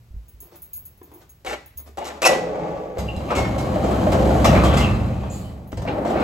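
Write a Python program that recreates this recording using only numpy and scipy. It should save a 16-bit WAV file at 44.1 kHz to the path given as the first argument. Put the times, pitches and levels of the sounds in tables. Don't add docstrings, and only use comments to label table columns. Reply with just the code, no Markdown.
import sys
import numpy as np
from scipy import signal
from scipy.fft import rfft, irfft, next_fast_len
from scipy.io import wavfile
from scipy.ndimage import uniform_filter1d, map_coordinates

SR = 44100
rng = np.random.default_rng(int(sys.argv[2]) if len(sys.argv) > 2 else 0)


def dump_mix(stems):
    frames = np.atleast_2d(stems).T
    limited = np.clip(frames, -1, 1)
    pcm = np.round(limited * 32767).astype(np.int16)
    wavfile.write(sys.argv[1], SR, pcm)


N = 274743


def amp(db):
    return 10 ** (np.asarray(db) / 20)


def unit(x):
    return x / np.sqrt(np.mean(x ** 2) + 1e-20)


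def along(points, hz):
    f, v = np.transpose(points)
    return np.interp(np.log(hz + 1), np.log(f + 1), v)


def wobble(rate_hz):
    knots = rng.standard_normal(int(N * rate_hz / SR) + 4)
    return map_coordinates(knots, [np.arange(N) * rate_hz / SR])


def add(track, start_s, x):
    start = max(round(start_s * SR), 0)
    track[start:start + len(x)] += x[:N - start]


def coloured(x, spectrum):
    size = 16384
    gain = unit(amp(along(spectrum, np.fft.rfftfreq(size, 1 / SR))))
    cepstrum = irfft(np.log(gain + 1e-6))
    cepstrum[1:size // 2] *= 2
    cepstrum[size // 2 + 1:] = 0
    response = irfft(np.exp(rfft(cepstrum)))[None, :size // 2]
    return signal.fftconvolve(x, response, axes=1)[:, :N]


def contacts(size, rate_hz, spread_db):
    chance, strength = rng.random(size), rng.standard_normal(size)
    sign = rng.choice([-1, 1], size)
    hit = chance < rate_hz / SR
    hit[0] = True
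    return unit(hit * sign * amp(spread_db * strength))


def burst(length_s, rate_hz, fade_db):
    size = max(int(length_s * SR), 16)
    return unit(contacts(size, rate_hz, spread_db=2.5) * amp(-fade_db * np.arange(size) / size))


def swell(start_s, hold_s, fade_db_per_s):
    age_s = np.arange(N) / SR - start_s
    return np.clip(age_s / 0.045, 0, 1) * amp(-fade_db_per_s * np.maximum(age_s - hold_s, 0))


def ringing(modes, scatter_db):
    t = np.arange(SR // 4) / SR
    ring = np.zeros(len(t))
    for hz, db, t60_s in modes:
        decay = amp(db + scatter_db * rng.normal() - 60 * t / t60_s)
        ring += decay * np.sin(2 * np.pi * (hz * t + rng.random()))
    return ring / np.linalg.norm(ring)


def resonance(x, hz, width_hz):
    return signal.lfilter(*signal.iirpeak(hz, hz / width_hz, fs=SR), x)


def body(x, modes):
    return x + sum((amp(db) - 1) * resonance(x, hz, width_hz) for hz, width_hz, db in modes)


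def even(x, span_s):
    span = int(span_s * SR)
    power = uniform_filter1d(uniform_filter1d(x ** 2, span), span)
    return unit(x / np.sqrt(np.abs(power) + 0.17 * np.mean(x ** 2)))


# frequency in Hz, t60 in seconds.
ROOM_DECAY = [(80, 0.64), (500, 0.32), (2000, 0.57), (5000, 0.47), (12000, 0.34)]


def garage(x, direct_db, wet_db):
    hz, t, z = signal.stft(rng.standard_normal((2, SR * 3 // 4)), SR, nperseg=256)
    decay = amp(-60 * t / along(ROOM_DECAY, hz)[:, None])
    tail = signal.istft(z * decay, SR, nperseg=256)[1]
    age_s = np.arange(tail.shape[1]) / SR
    near = rng.standard_normal(tail.shape) * amp(-60 * age_s / 0.15)
    direct = unit(1. * (age_s == 0))
    paths = amp(direct_db) * direct + unit(near) + amp(wet_db) * unit(tail)
    paths /= np.linalg.norm(paths, axis=1, keepdims=True)
    return signal.fftconvolve(x[None], paths, axes=1)[:, :N]


# frequency in Hz, relative level in dB, t60 in seconds.
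STEEL_MODES = [(1378, 4, 0.14), (1955, 6, 0.22), (2170, -9, 0.11), (2360, -9, 0.13), (2640, -2, 0.08),
               (3190, -7, 0.11), (3900, 2, 0.044), (5200, 1, 0.047), (5730, 1, 0.013), (6500, -1, 0.04),
               (6760, 4.5, 0.029), (11100, 23.5, 0.0094)]


def steel(force, ring_db, detune=0.0):
    modes = [(hz * np.exp(detune * rng.normal()), db, t60_s) for hz, db, t60_s in STEEL_MODES]
    ring = signal.fftconvolve(force, ringing(modes, scatter_db=5))[:len(force)]
    return (force + amp(ring_db) * ring) / np.hypot(1, amp(ring_db))


def clinks(rate_hz, centre_hz, spread, t60_s):
    count = int(rate_hz * N / SR)
    when, t = rng.random(count), np.arange(SR // 10) / SR
    pitch, strength = rng.standard_normal((count, 2)).T[:, :, None]
    hz = centre_hz * np.exp(spread * 2 * np.tanh(pitch / 2))
    decay = amp(4.7 * np.clip(strength, -2, 2) - 60 * t / t60_s)
    grains = decay * np.sin(2 * np.pi * hz * t)
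    where = (when * N).astype(int)[:, None] + np.arange(len(t))
    return unit(np.bincount(where.ravel(), grains.ravel(), N)[:N])


# frequency in Hz, relative level in dB.
AIR_COLOUR = [(10, -23), (25, -9), (45, -1.5), (72, 7), (95, 1.5), (125, -1), (250, -12.5), (600, -18),
              (1500, -24.5), (4000, -29), (9000, -34), (15000, -28.5)]


def air():
    return amp(-54.0 + wobble(7.55)) * coloured(rng.standard_normal((2, N)), AIR_COLOUR)


# start in seconds, relative level in dB, favoured frequency in Hz.
KEY_TOUCHES = [(0.2825, -46, 15800), (.404, -36, 11100), (.557, -42, 15500), (.62, -37, 13300),
               (.733, -28.5, 14950), (.764, -34.5, 15700), (0.8539, -37, 11060), (1.03, -42.5, 14700),
               (1.1384, -44, 15100), (1.293, -44.5, 6530), (1.66, -45, 13300), (1.7736, -29, 14830),
               (5.674, -47.5, 15700)]
SWAY_FROM_S, SWAY_TO_S, SWAY_DB, SWAY_HZ = 0.12, 1.3, -54, 13300


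def touches(count):
    faint = [(rng.uniform(SWAY_FROM_S, SWAY_TO_S), SWAY_DB, SWAY_HZ) for k in range(count)]
    return list(KEY_TOUCHES) + faint


# frequency in Hz, relative level in dB, t60 in seconds.
KEY_MODES = [(6530, -15.5, 0.13), (6560, -6, 0.098), (7590, -16, 0.14), (9850, -0.5, 0.16),
             (10500, -16, .25), (11370, -11, 0.29), (11290, 2, 0.058), (13300, -6.5, 0.37),
             (14360, 4, 0.23), (14780, 8, 0.096), (15700, -3, 0.29)]
# frequency in Hz, relative level in dB.
TICK_COLOUR = [(1000, -8), (5000, 0), (6600, -13), (8000, -7), (11300, 6), (12300, 11), (13300, 13),
               (15300, 9.5)]
CHATTER_S, CHATTER_RATE_HZ, CHATTER_FADE_DB = 0.057, 270, 37
KEY_SPREAD = 0.0058


def keys():
    rings, ticks = np.zeros(N), np.zeros(N)
    for start_s, db, bright_hz in touches(count=7):
        for key in range(3):
            modes = []
            for hz, level_db, t60_s in KEY_MODES:
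                lift_db = 6 * np.exp(-((hz - bright_hz) / 500) ** 2)
                modes.append((hz * (1 + KEY_SPREAD * rng.normal()), level_db + lift_db, t60_s))
            touch = burst(CHATTER_S, CHATTER_RATE_HZ, CHATTER_FADE_DB)
            touch /= np.linalg.norm(touch)
            add(rings, start_s, amp(db + 23.0) * signal.fftconvolve(touch, ringing(modes, scatter_db=1.0)))
        add(ticks, start_s, amp(db - 16.5) * burst(0.03, rate_hz=3800, fade_db=20))
    contact = coloured(garage(ticks, direct_db=-20, wet_db=-21.5), TICK_COLOUR)
    return garage(rings, direct_db=30.5, wet_db=8) + contact


# start in seconds, level in dB, pitch in Hz,
# t60 in seconds.
LOW_THUMPS = [(0, -45.5, 116, 0.75), (0.107, -31, 58.13, 0.13), (.142, -24.5, 63.4, 0.078),
              (.164, -23.5, 54.5, 0.25), (.34, -40.5, 55, 0.45), (1.478, -37.5, 60, 0.49),
              (1.758, -40.5, 72, 3), (2.985, -26, 68.5, .7), (3.165, -21.5, 71.4, 0.43)]
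# start in seconds, length in seconds, level in dB.
SOLE_SCUFFS = [(0.407, 0.085, -59), (0.513, 0.049, -50), (1.04, 0.17, -60), (1.204, 0.018, -48),
               (1.774, 0.037, -53.5), (1.859, 0.018, -44)]


def thumps_and_scuffs():
    thumps, scuffs, t = np.zeros(N), np.zeros(N), np.arange(SR) / SR
    attack = 1 - np.exp(-t / 0.0013)
    for start_s, db, hz, t60_s in LOW_THUMPS:
        add(thumps, start_s, amp(db - 60 * t / t60_s) * np.sin(2 * np.pi * hz * t) * attack)
    for start_s, length_s, db in SOLE_SCUFFS:
        add(scuffs, start_s, amp(db) * burst(length_s, rate_hz=6000, fade_db=-3.0))
    sole = [(100, -6.0), (350, 6.5), (1000, -1.5), (2500, -10.5), (7000, -15), (15000, -22)]
    return thumps + coloured(garage(scuffs, direct_db=-11.0, wet_db=-1.5), sole)


# start in seconds, relative knock in dB, rub in dB, rub length in seconds.
HAND_TOUCHES = [(0.429, -55, -60, 0.099), (0.521, -52, -59, .06), (1.015, -45, -59, .1),
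                (1.117, -46, -52.5, .08)]
# frequency in Hz, relative level in dB.
HANDLE_COLOUR = [(120, -16), (210, -8), (300, 11), (430, 8.5), (550, -2), (700, -1.5), (1100, 0),
                 (1350, -15), (2700, -18), (9000, -40)]


def handle():
    force = np.zeros(N)
    for start_s, knock_db, rub_db, length_s in HAND_TOUCHES:
        add(force, start_s, amp(knock_db + 1.5) * burst(0.011, rate_hz=2500, fade_db=17))
        add(force, start_s, amp(rub_db) * burst(length_s, rate_hz=1500, fade_db=8))
    return coloured(garage(force, direct_db=4.5, wet_db=-0.5), HANDLE_COLOUR)


# start in seconds, length in seconds, guide scrape in dB, panel in dB, slot rub in dB.
BOLT_STROKES = [(1.448, 0.015, -41, -34.5, -50), (1.462, 0.087, -36.5, -36.5, -42),
                (1.973, 0.019, -39, -29, -41), (1.991, 0.19, -52.5, -35.5, -56),
                (2.045, 0.047, -34.5, -56, -61), (2.219, .03, -23, -25, -27), (2.251, 0.02, -13, -43, -21),
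                (2.274, 0.00347, -11.5, -11.5, -23)]
# frequency in Hz, relative level in dB.
SCRAPE_COLOUR = [(80, -12), (250, -21), (500, 10.5), (900, 5.5), (1600, -2), (2500, -2), (4000, -5),
                 (5600, -4.5), (7500, -3.5), (9800, -11.5), (11100, -13.5), (13000, -14), (15500, -26)]
FLANGE_COLOUR = [(500, -31.5), (950, 11.5), (1330, 11.5), (1700, 0.5), (2200, 0.5), (2450, -1), (2620, 0),
                 (3000, -10), (4200, -10), (9000, -44)]
PANEL_COLOUR = [(15, -56), (50, -30), (150, -5.5), (300, 1.5), (520, 5), (750, 3.5), (1200, -6.5),
                (1600, -13), (2200, -18.5), (4000, -21), (12000, -65)]
FREED_S = 2.289


def bolt():
    scrape, shake, rub = np.zeros((3, N))
    for start_s, length_s, scrape_db, panel_db, slot_db in BOLT_STROKES:
        add(scrape, start_s, amp(scrape_db) * burst(length_s, rate_hz=2000, fade_db=3.0))
        add(shake, start_s, amp(panel_db) * burst(length_s, rate_hz=1500, fade_db=2))
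        add(rub, start_s, amp(slot_db) * burst(length_s, rate_hz=500, fade_db=-5.0))
    add(scrape, FREED_S, amp(-34.5) * burst(0.075, rate_hz=3100, fade_db=17))
    add(shake, FREED_S, amp(-20.0) * burst(0.1, rate_hz=1900, fade_db=19))
    grind = coloured(garage(steel(scrape, ring_db=-9.5), direct_db=8, wet_db=1.5), SCRAPE_COLOUR)
    slot = coloured(garage(rub, direct_db=12, wet_db=-9), FLANGE_COLOUR)
    return grind + slot + coloured(garage(shake, direct_db=-2.5, wet_db=-1.0), PANEL_COLOUR)


# multiple of its pitch, relative level in dB, t60 in seconds.
KNOCK_MODES = [(.68, -12.5, 0.092), (1, 0, .075), (1.21, -10, 0.041), (1.63, -20, 0.044),
               (2.4, -23.5, 0.032)]
KNOCK_ATTACK_S = 0.0014


def panel_knock(pitch_hz):
    t = np.arange(SR // 5) / SR
    ring = np.zeros(len(t))
    for ratio, db, t60_s in KNOCK_MODES:
        decay = amp(db + 2 * rng.normal() - 60 * t / t60_s)
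        hz = pitch_hz * ratio * (1 + 0.023 * rng.normal())
        ring += decay * np.sin(2 * np.pi * hz * t)
    return ring * (1 - np.exp(-t / KNOCK_ATTACK_S))


# start in seconds, panel tone in dB, pitch in Hz, relative clatter in dB.
BOLT_CATCHES = [(1.448, -27, 551, -49), (1.465, -25.5, 726, -31.5), (1.479, -26.5, 504, -47),
                (1.492, -24.5, 461, -35), (1.510, -21.5, 817, -33), (1.521, -27, 422.5, -36),
                (1.530, -24.5, 620, -32), (1.539, -29.5, 401, -37), (1.98, -19.5, 788, -46),
                (2.011, -22.5, 713, -42), (2.024, -23, 880, -47.5), (2.049, -37, 617, -46),
                (2.063, -38, 760, -46), (2.078, -32, 504, -47), (2.091, -36, 700, -44),
                (2.103, -26, 610, -40), (2.224, -16, 590, -27), (2.252, -19, 1024, -24),
                (2.264, -7.5, 755, -23.5), (2.292, -6.5, 583, -33), (2.311, -11, 536, -34),
                (2.331, -16, 450, -30)]
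# frequency in Hz, relative level in dB.
CLATTER_COLOUR = [(400, -37), (1100, -5), (1600, 12.5), (2200, 9), (3000, 3), (4200, 1.5), (7000, -16),
                  (15000, -33)]
# frequency in Hz, relative level in dB, t60 in seconds.
LATCH_MODES = [(1314, -1, .07), (1425, 2.5, .06), (1783, -1.5, .075), (2035, -1.5, .065), (2230, 4, .055),
               (2628, -2.5, .05), (2860, -0.5, .08), (3133, -5.5, .09), (3610, -5.5, .07),
               (3940, -8.5, .05)]


def catches():
    knock, clatter, ring = np.zeros((3, N))
    for start_s, knock_db, hz, clatter_db in BOLT_CATCHES:
        add(knock, start_s, amp(knock_db) * panel_knock(hz))
        hits = amp(clatter_db) * burst(0.012, rate_hz=400, fade_db=5)
        add(clatter, start_s, hits)
        add(ring, start_s, signal.fftconvolve(hits, ringing(LATCH_MODES, scatter_db=3)))
    metal = amp(-3) * coloured(garage(clatter, direct_db=1, wet_db=-6.0), CLATTER_COLOUR)
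    metal += amp(-0.5) * garage(ring, direct_db=11, wet_db=-5.5)
    return metal + garage(knock, direct_db=8, wet_db=-3.5)


# frequency in Hz, relative level in dB.
SHEET_COLOUR = [(15, -28), (30, -29), (60, -7), (95, -12), (170, -3.5), (300, -5.5), (520, -2.5),
                (780, -7.5), (950, -15), (1250, -22), (2200, -26.5), (4000, -38), (7000, -44), (14000, -63)]
# frequency in Hz, width in Hz, lift in dB.
HOLLOW_MODES = [(432, 28, 7), (478, 30, 3), (530, 45, 4.5), (595, 30, 3), (665, 30, 2.5), (745, 28, 4.5),
                (835, 45, 6), (1150, 22, 8)]
SHUDDER_DB, SHUDDER_HOLD_S, SHUDDER_FADE_DB_PER_S = -26, 0.39, 27


def shudder():
    quiver = garage(contacts(N, rate_hz=900, spread_db=0.5), direct_db=4.0, wet_db=1.5)
    ring = even(body(coloured(quiver, SHEET_COLOUR), HOLLOW_MODES), span_s=0.04)
    return amp(SHUDDER_DB) * swell(FREED_S, SHUDDER_HOLD_S, SHUDDER_FADE_DB_PER_S) * ring


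BRUSH_S, BRUSH_LENGTH_S, BRUSH_DB = 5.31, 0.18, -48.5


def brush():
    rub = np.zeros(N)
    add(rub, BRUSH_S, amp(BRUSH_DB) * burst(BRUSH_LENGTH_S, rate_hz=10000, fade_db=16))
    rubber = [(1500, -18), (4500, 5.5), (5800, -8), (8000, 4), (13000, -4), (15500, -1.0)]
    return coloured(garage(rub, direct_db=-1, wet_db=15), rubber)


# start in seconds, hold in seconds, pitch in Hz, nominal width in Hz, level in dB,
# fade in dB per second.
STEEL_SQUEAKS = [(2.239, 0.02, 2585, 110, -17.5, 600), (2.255, 0.016, 5590, 450, -19.5, 900),
                 (2.256, 0.014, 10800, 603, -24.5, 900), (3.081, 0.0085, 2785, 200, -32.5, 380),
                 (3.136, .02, 2775, 110, -46.5, 220), (3.3, 0.018, 1250, 423, -25.5, 450),
                 (3.288, .08, 2570, 600, -40.5, 300), (4.466, 0.021, 2850, 500, -31, 400),
                 (4.544, 0.023, 2160, 380, -28.5, 400), (4.584, 0.018, 2350, 300, -35, 401),
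                 (4.64, 0.12, 3220, 550, -36, 200), (4.805, 0.04, 2870, 600, -30.5, 400),
                 (4.838, 0.0096, 2650, 140, -30.5, 175), (4.902, 0.39, 2550, 200, -57.5, 60),
                 (5.297, 0.05, 7100, 800, -44, 198), (5.44, 0.037, 3040, 100, -54, 250),
                 (5.873, 0.01, 2260, 1200, -32, 500), (6.21, .02, 2340, 700, -38, 300)]
SQUEAK_ATTACK_S, SLIP_RATE_HZ, RESONANCE_PASSES = 0.0052, 3800, 3


def squeaks():
    out, t = np.zeros(N), np.arange(SR * 3 // 4) / SR
    attack = np.clip(t / SQUEAK_ATTACK_S, 0, 1)
    for start_s, hold_s, hz, width_hz, db, fade_db_per_s in STEEL_SQUEAKS:
        ring = contacts(len(t), SLIP_RATE_HZ, spread_db=0.5)
        for k in range(RESONANCE_PASSES):
            ring = resonance(ring, hz, 1.5 * width_hz)
        decay = amp(db - fade_db_per_s * np.maximum(t - hold_s, 0))
        add(out, start_s, attack * decay * even(ring, span_s=0.008))
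    return garage(out, direct_db=8, wet_db=-5)


# start in seconds, hold in seconds, level in dB, fade in dB per second.
FLANGE_GRINDS = [(3.266, 0.18, -33, 130), (4.44, 0.37, -27.5, 62), (5.847, 0.0106, -30.5, 110),
                 (6.125, 0.16, -30, 58)]


def flanges():
    pressure = sum(amp(db) * swell(start_s, hold_s, fade) for start_s, hold_s, db, fade in FLANGE_GRINDS)
    grit = pressure * contacts(N, rate_hz=1400, spread_db=4.0)
    return coloured(garage(grit, direct_db=3.5, wet_db=-2), FLANGE_COLOUR)


# start in seconds, clank in dB, panel in dB, chatter length in seconds.
HINGE_CLANKS = [(2.983, -35, -31.5, 0.022), (3.164, -37.5, -40, 0.0066), (3.306, -35.5, -19.5, 0.012),
                (3.352, -30.5, -22, 0.053), (3.582, -36, -47, 0.032), (3.837, -40, -28.5, 0.024),
                (3.91, -38, -22, 0.0098), (4.119, -28.5, -17, 0.017), (4.444, -20, -13, 0.022),
                (4.542, -36.5, -17, 0.031), (4.637, -27.5, -21, 0.026), (4.737, -32.5, -20, 0.014),
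                (4.77, -23, -39, 0.017), (4.801, -29, -23, 0.013), (5.234, -68, -28, .01),
                (5.719, -41, -36, 0.0083), (5.772, -38.5, -30, 0.011), (5.82, -39, -33, 0.0076),
                (5.875, -52, -23, 0.019), (6.05, -44, -27, 0.055), (6.103, -40, -25, 0.015),
                (6.199, -43, -24, 0.019)]
# frequency in Hz, relative level in dB.
CLANK_COLOUR = [(200, -31), (900, 8), (1400, 0), (2700, -0.5), (4000, -1), (5500, -3.5), (8000, -4),
                (9500, -13.5), (11000, -12), (15500, -16)]


def hinges():
    clank, thud = np.zeros(N), np.zeros(N)
    for start_s, clank_db, panel_db, length_s in HINGE_CLANKS:
        chatter = np.pad(burst(length_s, rate_hz=2700, fade_db=7.0), (0, SR // 4))
        add(clank, start_s, amp(clank_db) * steel(chatter, ring_db=-7, detune=0.07))
        add(thud, start_s, amp(panel_db) * burst(length_s, rate_hz=1500, fade_db=7))
    metal = coloured(garage(clank, direct_db=0.5, wet_db=1.0), CLANK_COLOUR)
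    return metal + coloured(garage(thud, direct_db=-11.0, wet_db=1.0), PANEL_COLOUR)


# start in seconds, level in dB, pitch in Hz.
ROLLER_BUMPS = [(2.972, -16.5, 497), (3.206, -22, 777), (3.303, -18, 1312), (3.316, -12.5, 1010),
                (3.388, -14.5, 754), (3.42, -16, 283), (3.563, -14.5, 567), (3.759, -13.5, 584),
                (3.846, -13, 503), (3.918, -12.5, 652), (3.995, -17, 222), (4.069, -9.5, 606),
                (4.152, -10, 663), (4.279, -18, 416), (4.305, -12.5, 670), (4.352, -10.5, 632),
                (4.452, -13, 1150), (4.492, -17.5, 1213), (4.532, -9, 638), (4.636, -10.5, 733),
                (4.803, -11, 630), (5.234, -25, 620), (5.729, -17.5, 311), (5.852, -20, 663),
                (5.982, -15.5, 585), (6.05, -13.5, 695), (6.106, -16, 703), (6.16, -15, 350),
                (6.203, -15.5, 450)]
# frequency in Hz, relative level in dB.
RAP_COLOUR = [(150, -12), (550, 8.5), (850, 6.5), (1300, -5), (2500, -16.5), (8000, -37)]
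BUMP_DAMPING_DB_PER_S = 250


def bumps():
    knock, rap, t = np.zeros(N), np.zeros(N), np.arange(SR // 5) / SR
    for start_s, db, hz in ROLLER_BUMPS:
        add(knock, start_s, amp(db - BUMP_DAMPING_DB_PER_S * t) * panel_knock(hz))
        add(rap, start_s, amp(db - 11) * burst(0.0055, rate_hz=2500, fade_db=4.5))
    raps = coloured(garage(rap, direct_db=8, wet_db=-2), RAP_COLOUR)
    return garage(knock, direct_db=11, wet_db=1.5) + raps


# time in seconds, rolling level in dB.
DOOR_TRAVEL = [(2.95, -37), (3.1, -37), (3.321, -29.5), (3.48, -27.5), (3.7, -26), (3.84, -23),
               (4.01, -21.5), (4.23, -19.5), (4.53, -18.5), (4.77, -23), (4.91, -27), (5.05, -31.5),
               (5.35, -37.5), (5.53, -43), (5.79, -48), (5.91, -26.5), (6.07, -25), (6.23, -21)]
CRUISE_DB = -22


def speed(lag_s):
    time_s, db = np.transpose(DOOR_TRAVEL)
    return np.interp(np.arange(N) / SR - lag_s, time_s, db) - CRUISE_DB


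# start in seconds, level in dB.
DOOR_HEAVES = [(2.975, -27.5), (3.349, -21.5), (4.45, -14.5), (5.719, -24.5)]
HEAVE_FADE_DB_PER_S = 34
BOOM_DB, BOOM_GROWTH, BOOM_LAG_S = -20, 1, 0.27
RATTLE_DB, RATTLE_GROWTH = -35.5, 0.83
OVERHEAD_S, PASSING_S, BOOM_LOSS_DB, RATTLE_LOSS_DB = 5.48, 0.3, 3.5, 12


def drive():
    moving = swell(DOOR_TRAVEL[0][0], 0, 0)
    away = np.clip((np.arange(N) / SR - OVERHEAD_S) / PASSING_S, 0, 1)
    rolling = moving * amp(BOOM_DB + BOOM_GROWTH * speed(BOOM_LAG_S) - BOOM_LOSS_DB * away)
    heaving = sum((amp(db) * swell(start_s, 0, HEAVE_FADE_DB_PER_S)) ** 2 for start_s, db in DOOR_HEAVES)
    boom = np.sqrt(rolling ** 2 + heaving)
    rumble = moving * amp(CRUISE_DB + speed(0))
    rattle = moving * amp(RATTLE_DB + RATTLE_GROWTH * speed(0) - RATTLE_LOSS_DB * away)
    return boom, rumble, rattle


# frequency in Hz, relative level in dB.
BOOM_COLOUR = [(18, -29), (32, -25), (50, -3.5), (60, -0.5), (66, 11), (76, -1.5), (95, -0.5), (125, -1),
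               (200, -7.5), (280, -21.5), (450, -31), (900, -93)]
RUMBLE_COLOUR = [(100, -37.5), (200, 3.5), (320, 6.5), (450, -0.5), (580, 2.5), (780, 2), (950, -11.5),
                 (1350, -14), (1700, -16), (2600, -25.5), (5000, -43)]
RATTLE_COLOUR = [(300, -23), (1000, 6.5), (1600, -6.5), (2600, -1.5), (3600, -2.5), (5000, -8.5),
                 (7500, -10), (9900, -15.5), (11100, -17), (12500, -17), (15500, -19)]
# frequency in Hz, width in Hz, lift in dB.
DOOR_MODES = [(112.4, 8.3, 2.5), (192.4, 16, 4.5), (220.7, 7.2, 3), (320, 14, 2.5), (521, 13.5, 7),
              (600, 40, 3.5), (783, 17, 3), (884, 9.2, 6.5), (1100, 33, 7.5), (1339, 21, 5)]


def rollers():
    boom, rumble, rattle = drive()
    tread = np.array([contacts(N, rate_hz=2500, spread_db=1.5) for path in range(2)])
    panels = boom * even(body(coloured(tread, BOOM_COLOUR), DOOR_MODES), span_s=0.034)

    clusters = clinks(rate_hz=220, centre_hz=640, spread=0.42, t60_s=0.054) * amp(2.5 * wobble(18))
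    knocks = garage(unit(clusters), direct_db=0.0, wet_db=-5.5)
    roar = even(body(coloured(tread, RUMBLE_COLOUR), DOOR_MODES), span_s=0.038)
    rails = rumble * unit(roar + amp(-7) * unit(body(knocks, DOOR_MODES)))

    chatter = unit(contacts(N, rate_hz=1200, spread_db=2.5) * amp(0.39 * wobble(25.09)))
    loose = steel(chatter, ring_db=-12)
    loose += amp(-6.0) * clinks(rate_hz=170, centre_hz=1200, spread=0.366, t60_s=0.03)
    hardware = rattle * unit(coloured(garage(loose, direct_db=2.0, wet_db=-1), RATTLE_COLOUR))
    return panels + rails + hardware


# frequency in Hz, likeness (clipped to -1..1).
PORT_LIKENESS = [(130, 0.97), (280, 0.94), (550, 0.69), (1000, 0.22), (1600, -0.026), (2400, 0.55),
                 (3300, 0.022), (5600, 0.33), (6500, 0.68), (8200, 0.5), (9150, -1.08), (9450, -1.02),
                 (10100, -0.94), (11100, 0.79), (11900, 1), (12400, 0.84), (13200, -0.24), (14100, -1.4),
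                 (14550, -0.57), (15150, -0.7), (15700, -0.26)]


def scene():
    paths = air() + keys() + thumps_and_scuffs() + handle() + bolt() + catches() + shudder() + brush()
    paths = paths + squeaks() + flanges() + hinges() + bumps() + rollers()
    size = next_fast_len(N + 8192)
    hz = np.fft.rfftfreq(size, 1 / SR)
    turn = np.arccos(np.clip(along(PORT_LIKENESS, hz), -1, 1)) / 2
    mid, side = rfft(paths, size) * [np.cos(turn), -1j * np.sin(turn)]
    left_over_right_db = along([(60, -1.1), (250, 0.55), (2000, 2.0), (4000, 1.0), (10000, 0.14)], hz)
    lean = amp(left_over_right_db / 2)
    return irfft([(mid + side) * lean, (mid - side) / lean], size)[:, :N]


TOP_HZ = 15850


def record(dry):
    held = dry / (1 + dry ** 8) ** (1 / 8)
    size = next_fast_len(N + 8192)
    passed = np.fft.rfftfreq(size, 1 / SR) < TOP_HZ
    return irfft(rfft(held, size) * passed, size)[:, :N]


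dry = scene()
out = record(dry)
dump_mix(out)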